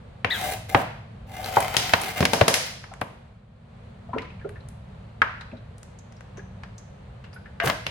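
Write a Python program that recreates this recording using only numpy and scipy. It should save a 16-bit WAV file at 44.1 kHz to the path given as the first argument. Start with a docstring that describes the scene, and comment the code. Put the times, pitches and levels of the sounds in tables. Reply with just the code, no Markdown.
"""A low hum and faint hiss fill a tiled kitchen; then a plastic bottle pops, squeezing oil into a frying pan.
Its thin walls buckle under the grip, and between squeezes air hisses and whistles back in at the spout,
where the oil spits and ticks. A second bottle glugs softly as it pours, each air bubble ringing as a
small resonator, and at last it crumples. The room reverberates behind it all."""
import sys
import numpy as np
from scipy import signal
from scipy.fft import rfft, irfft
from scipy.io import wavfile
from scipy.ndimage import uniform_filter1d

SR = 44100
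rng = np.random.default_rng(int(sys.argv[2]) if len(sys.argv) > 2 else 0)


def bounce(signal):
    """Save signal as a 16-bit WAV file at the path given by the first command-line argument."""
    frames = np.transpose(np.atleast_2d(signal))
    limited = np.clip(frames, -1, 1)
    pcm = np.round(limited * 32767).astype(np.int16)
    wavfile.write(sys.argv[1], SR, pcm)


N = 348390
T = np.arange(N) / SR


def undb(db):
    """Decibels to amplitude ratio."""
    return 10 ** (np.asarray(db) / 20)


def unit(x):
    """Normalise to rms 1."""
    return x / np.sqrt(np.mean(x ** 2))


def curves(table):
    """Linear interpolation of (time_s, ...) rows: one curve for each further column."""
    times, *columns = np.transpose(table)
    return [np.interp(T, times, column) for column in columns]


def along(hz, points):
    """Interpolation of (frequency_hz, value) points on a logarithmic frequency axis."""
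    f, value = np.transpose(points)
    return np.interp(np.log(np.maximum(hz, 1)), np.log(f), value)


def colour(x, points, size=4096):
    """Minimum-phase filter through (frequency_hz, gain_db) points, made by folding the cepstrum."""
    cepstrum = irfft(np.log(undb(along(np.fft.rfftfreq(size, 1 / SR), points))))
    cepstrum[1:size // 2] *= 2
    cepstrum[size // 2 + 1:] = 0
    response = irfft(np.exp(rfft(cepstrum)))
    return signal.fftconvolve(x, response[None], axes=-1)[:, :x.shape[-1]]


def resonate(x, hz, width_hz):
    """Second-order resonator with unit gain at its centre."""
    hz = min(hz, .42 * SR)
    return signal.lfilter(*signal.iirpeak(hz, hz / min(width_hz, SR / 4), fs=SR), x)


def drift(rate_hz):
    """Smooth random fluctuation of rms 1."""
    hold = int(SR / rate_hz)
    steps = np.repeat(rng.standard_normal(N // hold + 1), hold)
    return unit(uniform_filter1d(uniform_filter1d(steps, hold), hold)[:N])


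def stereo_noise(size, correlation):
    """Partially coherent white noise in two channels."""
    mid, side = rng.standard_normal((2, size))
    sides = np.array([side, -side])
    return (np.sqrt(1 + correlation) * mid + np.sqrt(1 - correlation) * sides) / np.sqrt(2)


def gliding_noise(hz, width_hz):
    """Quadrature modulation: narrow-band noise of rms 1 about a moving centre."""
    lowpass = signal.butter(2, width_hz / 2, fs=SR, output="sos")
    slow = signal.sosfilt(lowpass, rng.standard_normal((2, N)))
    phase = 2 * np.pi * np.cumsum(hz) / SR
    return unit(slow[0] * np.cos(phase) + slow[1] * np.sin(phase))


def add(out, start_s, sound):
    """Superpose a short sound on the mix."""
    i = int(start_s * SR)
    out[:, i:i + sound.shape[-1]] += sound[..., :N - i]


# Spectral envelope shared by rumble and hiss: frequency_hz, gain_db
BACKGROUND_SPECTRUM = [(15, -51), (31, -13), (45, -2), (111, 1.5), (200, -7), (317, -25.5), (503, -18),
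                       (695, -22), (2480, -35), (4400, -41.5), (5200, -50.5), (9000, -53), (11000, -63),
                       (16000, -74)]
# Partials of the appliance hum: pitch_hz, level_db
HUM_PARTIALS = [(104.5, -52.5), (128, -54), (190, -56), (230, -60)]
# Slow swell of rumble and hum: time_s, gain_db
RUMBLE_SWELL = [(0, -2.5), (.6, 1), (2.8, -3.5), (3.6, -8), (4.2, 1), (5.1, -2), (6.3, -4), (6.55, 1.5),
                (6.85, -4), (7.5, -1)]
def background():
    """Coherence: a wavering hum and rumble, equal in both channels, lie under a wide, incoherent hiss."""
    swell = undb(curves(RUMBLE_SWELL)[0])
    rumble = colour(stereo_noise(N, 1), [(220, -1), (330, -7), (900, -41)]) * swell
    hiss_db = 1.44 - 7.5 * np.exp(-((T - 3.475) / .22) ** 2)  # the hiss dips briefly
    hiss = colour(stereo_noise(N, .092), [(120, -26), (220, -12), (330, 0)])
    hiss *= undb(hiss_db + .5 * drift(12))
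    hum = 0
    for hz, level_db in HUM_PARTIALS:
        amplitude = np.sqrt(2) * undb(level_db + 3.7 * drift(7.9))
        hum += amplitude * np.sin(2 * np.pi * np.cumsum(hz + 3 * drift(12)) / SR)
    return undb(-43.5) * unit(colour(rumble + hiss, BACKGROUND_SPECTRUM)) + hum * swell


def snap(t60_s, click_db, correlation, size=4096):
    """Impulse response of wall waves and hob reflections. Rows: left, right, bare impulse for the room."""
    t, f = np.arange(size) / SR, np.fft.rfftfreq(size, 1 / SR)
    click = signal.unit_impulse(size)
    rattle = stereo_noise(size, correlation) * undb(-60 * t / t60_s) * (1 - np.exp(-t / .00038))
    # low waves linger in the wall after the treble has gone
    linger = colour(stereo_noise(size, correlation), [(900, -2.5), (4000, -12.5), (9000, -19)])
    linger *= undb(-60 * t / (3.1 * t60_s)) * (1 - np.exp(-t / .0013))
    response = unit(rattle + undb(-3.5) * linger) / np.sqrt(size) + undb(click_db) * click
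    power = uniform_filter1d(np.mean(np.abs(rfft(response)) ** 2, axis=0), size=56)
    whitening = np.c_[f, -10 * np.log10(power)][1:]
    return np.vstack([colour(response, whitening), click])


# Spectral envelope common to all pops: frequency_hz, gain_db
WALL_SPECTRUM = [(35, -10.5), (90, 7), (330, 5.5), (650, 10), (1000, 6.5), (1500, 5.5), (4300, -0.5),
                 (6000, 1), (7700, -4.5), (9800, 7), (16000, -0.5)]
# Buckling panels: start_s, level_db, ring_hz, snap_ms, thump_db, room_send_db, left_over_right_db
BUCKLES = [(.245, -11.5, 2600, 0.42, -8, 1, 0), (.746, -2, 770, 0.41, -1.5, -0.5, -3.5),
           (1.568, -3.5, 779, 0.98, -14.5, -1.5, -6), (1.745, -20, 800, 0.3, -12, 2, 2),
           (1.766, -10, 3400, 0.16, -12, 5, 2.5), (1.935, -3, 860, 0.26, -10.5, -4, -4),
           (2.205, -8, 575, 0.18, 14, 6, -2.5), (2.226, -11.5, 380, 0.33, 2.5, -6, -2),
           (2.252, -9, 2220, 0.18, -7, -3, -2), (2.333, -10, 730, 0.15, 1.5, 5.5, 4.5),
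           (2.411, -3, 616, 0.3, 2.5, -2.5, 2), (2.48, -6.5, 510, 0.14, -4, 4, -1.5),
           (2.54, -11.5, 2020, 0.14, -23.5, 6.5, 0.5), (3.014, -16, 1053, 0.37, 0.5, -3.5, 0),
           (4.183, -26, 2530, 0.43, -24, 1.5, -1), (5.217, -4.5, 1520, 0.57, -21.5, -2, -1),
           (7.6, -16, 1850, 0.44, -21, 5, 0), (7.639, -17.5, 450, 0.55, 2.5, 6, -0.5),
           (7.666, -18.5, 616, 1.24, -10, 3, -5), (7.673, -15.5, 1600, 0.23, -5, -11, -3),
           (7.698, -13, 1310, 0.24, -6, -0.5, -0.5), (7.865, -18.5, 2730, 0.25, -9, 2, -3)]
def wall_pops():
    """Snap-through buckling rings two panel modes and thumps the air inside; faster snaps are brighter."""
    out, hz = np.zeros((3, N)), np.geomspace(35, 16000, 28)
    for start_s, level_db, ring_hz, snap_ms, thump_db, room_db, pan_db in BUCKLES:
        roll_off_db = 10 * np.log10(1 + (hz * snap_ms / 1000) ** 6.4)
        thump_hz = 490 * (ring_hz / 700) ** .81  # the corner lies higher for a smaller panel
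        bass_shelf_db = thump_db / (1 + (hz / thump_hz) ** 4)
        spectrum = np.c_[hz, along(hz, WALL_SPECTRUM) + bass_shelf_db - roll_off_db]
        crack_db = -7 + 2.5 * np.log2(.3 / snap_ms)
        t60_s = .022 * (1500 / ring_hz) ** .084  # large, low panels flap for longer
        click = snap(t60_s, crack_db, correlation=.4)
        panel = resonate(click, .87 * ring_hz, .2 * ring_hz)
        panel += resonate(click, 1.03 * ring_hz, .15 * ring_hz)
        thump = undb(4) * resonate(click, 115, 55) + undb(-5.5) * resonate(click, 230, 45)
        pop = unit(colour(click + undb(-6) * panel + thump, spectrum))
        # a panel that faces away sends more into the room
        directivity = undb([[pan_db / 2], [-pan_db / 2], [room_db]])
        add(out, start_s + .0009, undb(level_db - 16) * directivity * pop)
    return out


# Air drawn in as the grip eases: start_s, attack_s, hold_s, release_s, flow_db, extra_treble_db
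AIR_INTAKES = [(0.29, 0.11, 0.043, 0.18, -26.5, 5), (0.683, 0.014, 0.12, 0.026, -35.5, 3),
               (1.261, 0.22, 0.57, 0.18, -30, -3.5), (2.156, 0.014, 0.013, 0.19, -27.5, -8.5),
               (2.25, 0.044, 0.33, 0.19, -37, -0.5), (7.625, 0.02, 0.046, 0.013, -30.5, 5)]
def airflow():
    """Pressure equalisation: envelopes of the inflow and of its treble, which rise, hold and die away."""
    flow, treble_flow = np.zeros((2, N))
    for start_s, attack_s, hold_s, release_s, flow_db, treble_db in AIR_INTAKES:
        age = np.maximum(T - start_s, 0)
        rise = np.clip(age / attack_s, 0, 1)
        fall = np.clip(1 - (age - attack_s - hold_s) / release_s, 0, 1) ** 2
        intake = rise * fall * undb(flow_db)
        flow += intake
        treble_flow += intake * undb(treble_db)
    return np.array([flow, treble_flow]) * undb(drift(12))


# Spectral envelope of the air jet: frequency_hz, gain_db
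JET_SPECTRUM = [(60, -39), (200, -11.5), (480, -10.5), (790, -9), (960, -17), (1100, -10.5), (2300, -8),
                (3500, -14.5), (6200, -20), (15500, -22.5)]
# Resonances of the spout: centre_hz, width_hz, gain_db
SPOUT_RESONANCES = [(1280, 30, -1), (2083, 26, 7.5), (2650, 74, -2.5), (3120, 54, -1.5)]
# Neck resonance, shifting as the oil runs back: time_s, centre_hz, level_over_jet_db
NECK_RESONANCE = [(.33, 850, -11), (.4, 790, -4.5), (.54, 690, 4), (1.33, 770, 2), (1.55, 700, -5.5),
                  (1.85, 780, -6.5), (2.17, 770.4, -2.5), (2.3, 610, -5)]
def suction_hiss():
    """Turbulence excites the resonances of spout and neck; the oil film sputters in clustered bursts."""
    flow, treble_flow = airflow()
    onsets = rng.random(N) < 300 / SR * undb(5 * drift(20))
    bursts = onsets * undb(6 * np.minimum(rng.exponential(size=N), 3.5))
    sputter = undb(.5) * unit(bursts * rng.choice([-1, 1], N))
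    jet = rng.standard_normal(N) * undb(2.4 * drift(170) + drift(25)) + sputter
    jet += sum(undb(db) * resonate(jet, hz, width) for hz, width, db in SPOUT_RESONANCES)
    jet = unit(colour(jet[None], JET_SPECTRUM))
    treble = colour(jet, [(2000, -21.5), (6000, -8.5), (12000, -8.5)])
    neck_hz, neck_db = curves(NECK_RESONANCE)
    neck = undb(neck_db) * gliding_noise(neck_hz, width_hz=230)
    opening = undb(2 * drift(10))  # the film narrows and widens the opening
    air = undb(-3.5) * (flow * (jet - treble + neck) + treble_flow * treble * opening)
    # reflections off pan and hob comb the hiss, and shift as the bottle moves
    paths = [snap(t60_s=.012, click_db=-3.5, correlation=.51) for _ in range(2)]
    here, there = (signal.fftconvolve(air, path, axes=-1)[:, :N] for path in paths)
    share = (1 + np.tanh(2 * drift(5))) / 2
    return share * here + (1 - share) * there


# Whistle of the oily spout as air starts to flow: time_s, pitch_hz, level_db, roughness_ratio
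WHISTLE_CONTOUR = [(.302, 1610, -47, .3), (.306, 1707, -23.5, 0.1), (.312, 2024, -23, 0.5),
                   (.352, 1654, -29.5, 0.44), (.378, 1510, -42, 0.6)]
def spout_whistle():
    """An edge tone and its octave leap up, then fall and blur into turbulence as the pressure evens out."""
    hz, level_db, roughness = curves(WHISTLE_CONTOUR)
    purity = np.sqrt(1 - roughness ** 2)
    phase = 2 * np.pi * np.cumsum(hz * (1 + .007 * drift(900))) / SR
    tone = 0
    for harmonic, weight in (1, 1), (2, purity):
        breath = gliding_noise(harmonic * hz, width_hz=harmonic * 280) / np.sqrt(2)
        tone += weight * (purity * np.sin(harmonic * phase) + roughness * breath)
    sounding = (T > WHISTLE_CONTOUR[0][0]) & (T < WHISTLE_CONTOUR[-1][0])
    return sounding * undb(level_db + drift(400)) * tone


# Oil spits and small creaks of the plastic: start_s, level_db, centre_hz, knock_over_tick_db, ring_ms
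SPITS_AND_CREAKS = [(0.513, -27.5, 9550, -11, 44), (1.443, -26, 4100, -18, 19), (1.603, -20, 11000, -5, 22),
                    (2.014, -21, 10500, -8, 23), (2.839, -45, 3700, 17.5, 25),
                    (2.937, -40.5, 6850, 9.5, 11), (3.012, -34, 12800, -7, 18), (4.219, -38, 4000, 5, 31),
                    (4.491, -45, 10500, 11, 15), (4.686, -40, 10000, -8, 14), (5.409, -33.5, 3950, 5, 55),
                    (5.781, -44.5, 9100, -14, 15), (5.83, -38.5, 7450, -3.5, 9.7),
                    (5.987, -41, 6700, -15, 42), (6.122, -47.5, 5800, 3, 20), (6.207, -45.5, 5500, 10, 11),
                    (6.371, -40, 6130, 5, 100), (6.634, -39.5, 3850, 12, 26), (6.78, -36, 6420, -21.5, 36),
                    (7.24, -37.5, 2800, 3, 94), (7.329, -42, 4930, 2, 60), (7.341, -46.5, 10970, -1, 70)]
def spout_ticks():
    """Time-bandwidth reciprocity: short ticks are broad, long ones pitched; each also knocks the bottle."""
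    out = np.zeros((3, N))
    broad_ms = 5.4  # a tick this brief is as wide as its centre frequency
    for start_s, level_db, hz, knock_db, ring_ms in SPITS_AND_CREAKS:
        click = snap(t60_s=ring_ms / 1000, click_db=-13.5, correlation=.48)
        ring = resonate(click, hz, hz * broad_ms / ring_ms)
        tick = colour(ring, [(1000, -15), (3500, 6), (10500, 0), (16000, -24.5)])
        knock = colour(click, [(200, -21), (900, .5), (1700, 3), (5000, -19), (16000, -59)])
        add(out, start_s + .00044, undb(level_db - 21.5) * (unit(tick) + undb(knock_db) * unit(knock)))
    return out


def bubble(hz, level_db):
    """A damped oscillator: a bubble swells, pinches off and rings with rising pitch in viscous oil."""
    t = np.arange(SR // 4) / SR
    swell_s, rise_octaves = .004, .28
    t60_s = .085 * (500 / hz) ** .16  # bigger bubbles ring longer
    phase = 2 * np.pi * np.cumsum(hz * 2 ** (rise_octaves * np.minimum(t / t60_s, 1))) / SR
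    squelch = unit(resonate(resonate(stereo_noise(len(t), .5), hz, .42 * hz), hz, .42 * hz))
    envelope = undb(level_db - 60 * np.maximum(t - swell_s, 0) / t60_s) * np.minimum(t / swell_s, 1)
    return envelope * (undb(-3.5) * np.sin(phase) + undb(-8) * squelch)


# Air bubbles in the oil, from deep gulps at the neck to tiny pips: start_s, pitch_hz, level_db
AIR_BUBBLES = [(2.217, 195, -19.5), (2.913, 752, -31.5), (4.09, 666, -37), (4.131, 980, -22.5),
               (4.137, 248, -22), (4.143, 1336, -33), (4.16, 420, -17), (4.19, 2040, -36),
               (4.226, 1170, -34), (4.246, 2100, -39.5), (4.3, 2480, -43), (4.394, 2330, -46.5),
               (4.41, 1680, -40.5), (4.444, 1360, -39.5), (4.444, 390, -23), (4.556, 1720, -40),
               (4.603, 3920, -53), (5.513, 2570, -47), (5.527, 230, -29.5), (5.53, 610, -40),
               (5.568, 3820, -50.5), (6.163, 5340, -53), (6.373, 382, -33), (6.39, 1620, -38.5),
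               (7.36, 1440, -36.5), (7.456, 1720, -37), (7.665, 131, -23)]
def oil_glugs():
    """Bubble resonance: each gulp is one main bubble and a faint splutter of three more."""
    out = np.zeros((2, N))
    splutter_s, splutter_hz = .02, 1380  # longest delay; the pitch they scatter towards
    for start_s, hz, level_db in AIR_BUBBLES:
        add(out, start_s, bubble(hz, level_db))
        for delay, pull in rng.random(size=(3, 2)):
            add(out, start_s + delay * splutter_s, bubble(hz * (splutter_hz / hz) ** pull, level_db - 15.5))
    return out


# The second bottle crumpling as it is tipped back: time_s, level_db
CRUMPLE_ENVELOPE = [(7.601, -25.5), (7.645, -33.5), (7.712, -28), (7.73, -62)]
# Modes of its wall: centre_hz, width_hz, gain_db
WALL_MODES = [(670, 94, 1), (1170, 170, -7.5), (1600, 280, -5.5), (2083, 70, -3), (2900, 300, -11)]
def bottle_crumple():
    """Modal excitation: a quick random run of creases, each ringing the wall's modes in its own mix."""
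    creases_per_s, scatter_db = 450, 2.5
    sounding = (T > CRUMPLE_ENVELOPE[0][0]) & (T < CRUMPLE_ENVELOPE[-1][0])
    envelope = sounding * undb(curves(CRUMPLE_ENVELOPE)[0])
    creases = (rng.random(N) < creases_per_s / SR) * undb(scatter_db * rng.standard_normal(N)) * envelope
    wall = 0
    for hz, width_hz, gain_db in WALL_MODES:
        drive = creases * rng.standard_normal(N)
        wall += undb(gain_db) * resonate(resonate(drive, hz, width_hz), hz, width_hz)
    return np.sqrt(np.mean(envelope ** 2)) * unit(wall)


# Reverberation time of the tiled kitchen: frequency_hz, t60_s
REVERB_TIMES = [(100, 0.32), (500, 0.46), (1500, 0.65), (4500, 0.67), (9000, 0.51), (16000, 0.15)]
# Spectrum of the reverberation against the sound that feeds it: frequency_hz, gain_db
REVERB_SPECTRUM = [(100, -5), (300, -3.5), (2000, -8.5), (5500, -4), (8000, -7), (16000, -4.5)]
def kitchen_reverb(x):
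    """A diffuse field decays exponentially in each band and is nearly incoherent between the channels."""
    t, f = np.arange(SR) / SR, np.fft.rfftfreq(SR, 1 / SR)
    noise_spectrum = rfft(stereo_noise(SR, .11))
    centres_hz, t60s = np.transpose(REVERB_TIMES)
    onset = np.clip((t - .004) / .0019, 0, 1)
    tail = 0
    for t60_s, weights in zip(t60s, np.eye(len(t60s))):
        band = irfft(noise_spectrum * along(f, np.c_[centres_hz, weights]), SR)
        decay = undb(-60 * t / t60_s) * onset
        tail += band * decay / np.sqrt(np.sum(decay ** 2))
    return signal.fftconvolve(x[None], colour(tail, REVERB_SPECTRUM), axes=-1)[:, :N]


# Channel balance of the direct sound at the pan: frequency_hz, left_over_right_db
PAN_BALANCE = [(150, -7.5), (280, -3.5), (500, 12.5), (1000, 3), (2000, 1.7), (4200, 4.5), (8000, 0),
               (13000, -4)]
def scene():
    """Superposition: close bottles a little to the left, their reverberation and the background."""
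    bottle = wall_pops() + spout_ticks() + suction_hiss() + spout_whistle() + bottle_crumple()
    oil = oil_glugs()
    near, balance = bottle[:2] + oil, np.array(PAN_BALANCE)
    direct = np.vstack([colour(near[:1], balance * [1, .5]), colour(near[1:], balance * [1, -.5])])
    room_send = bottle[2] + undb(-.5) * oil.mean(axis=0)
    left, right = direct + kitchen_reverb(room_send)
    # long waves reach both channels alike
    side = colour(np.array([left - right]) / 2, [(180, -23), (280, -3.5), (600, -1), (2500, 2)])
    return (left + right) / 2 + np.vstack([side, -side]) + background()


def record(dry):
    """Soft saturation rounds the loudest peaks; a steep low-pass cuts the top."""
    cutoff_hz = 16300
    rounded = dry / (1 + dry ** 6) ** (1 / 6)
    return signal.sosfilt(signal.ellip(8, .2, 70, cutoff_hz, fs=SR, output="sos"), rounded)


dry = scene()
out = record(dry)
bounce(out)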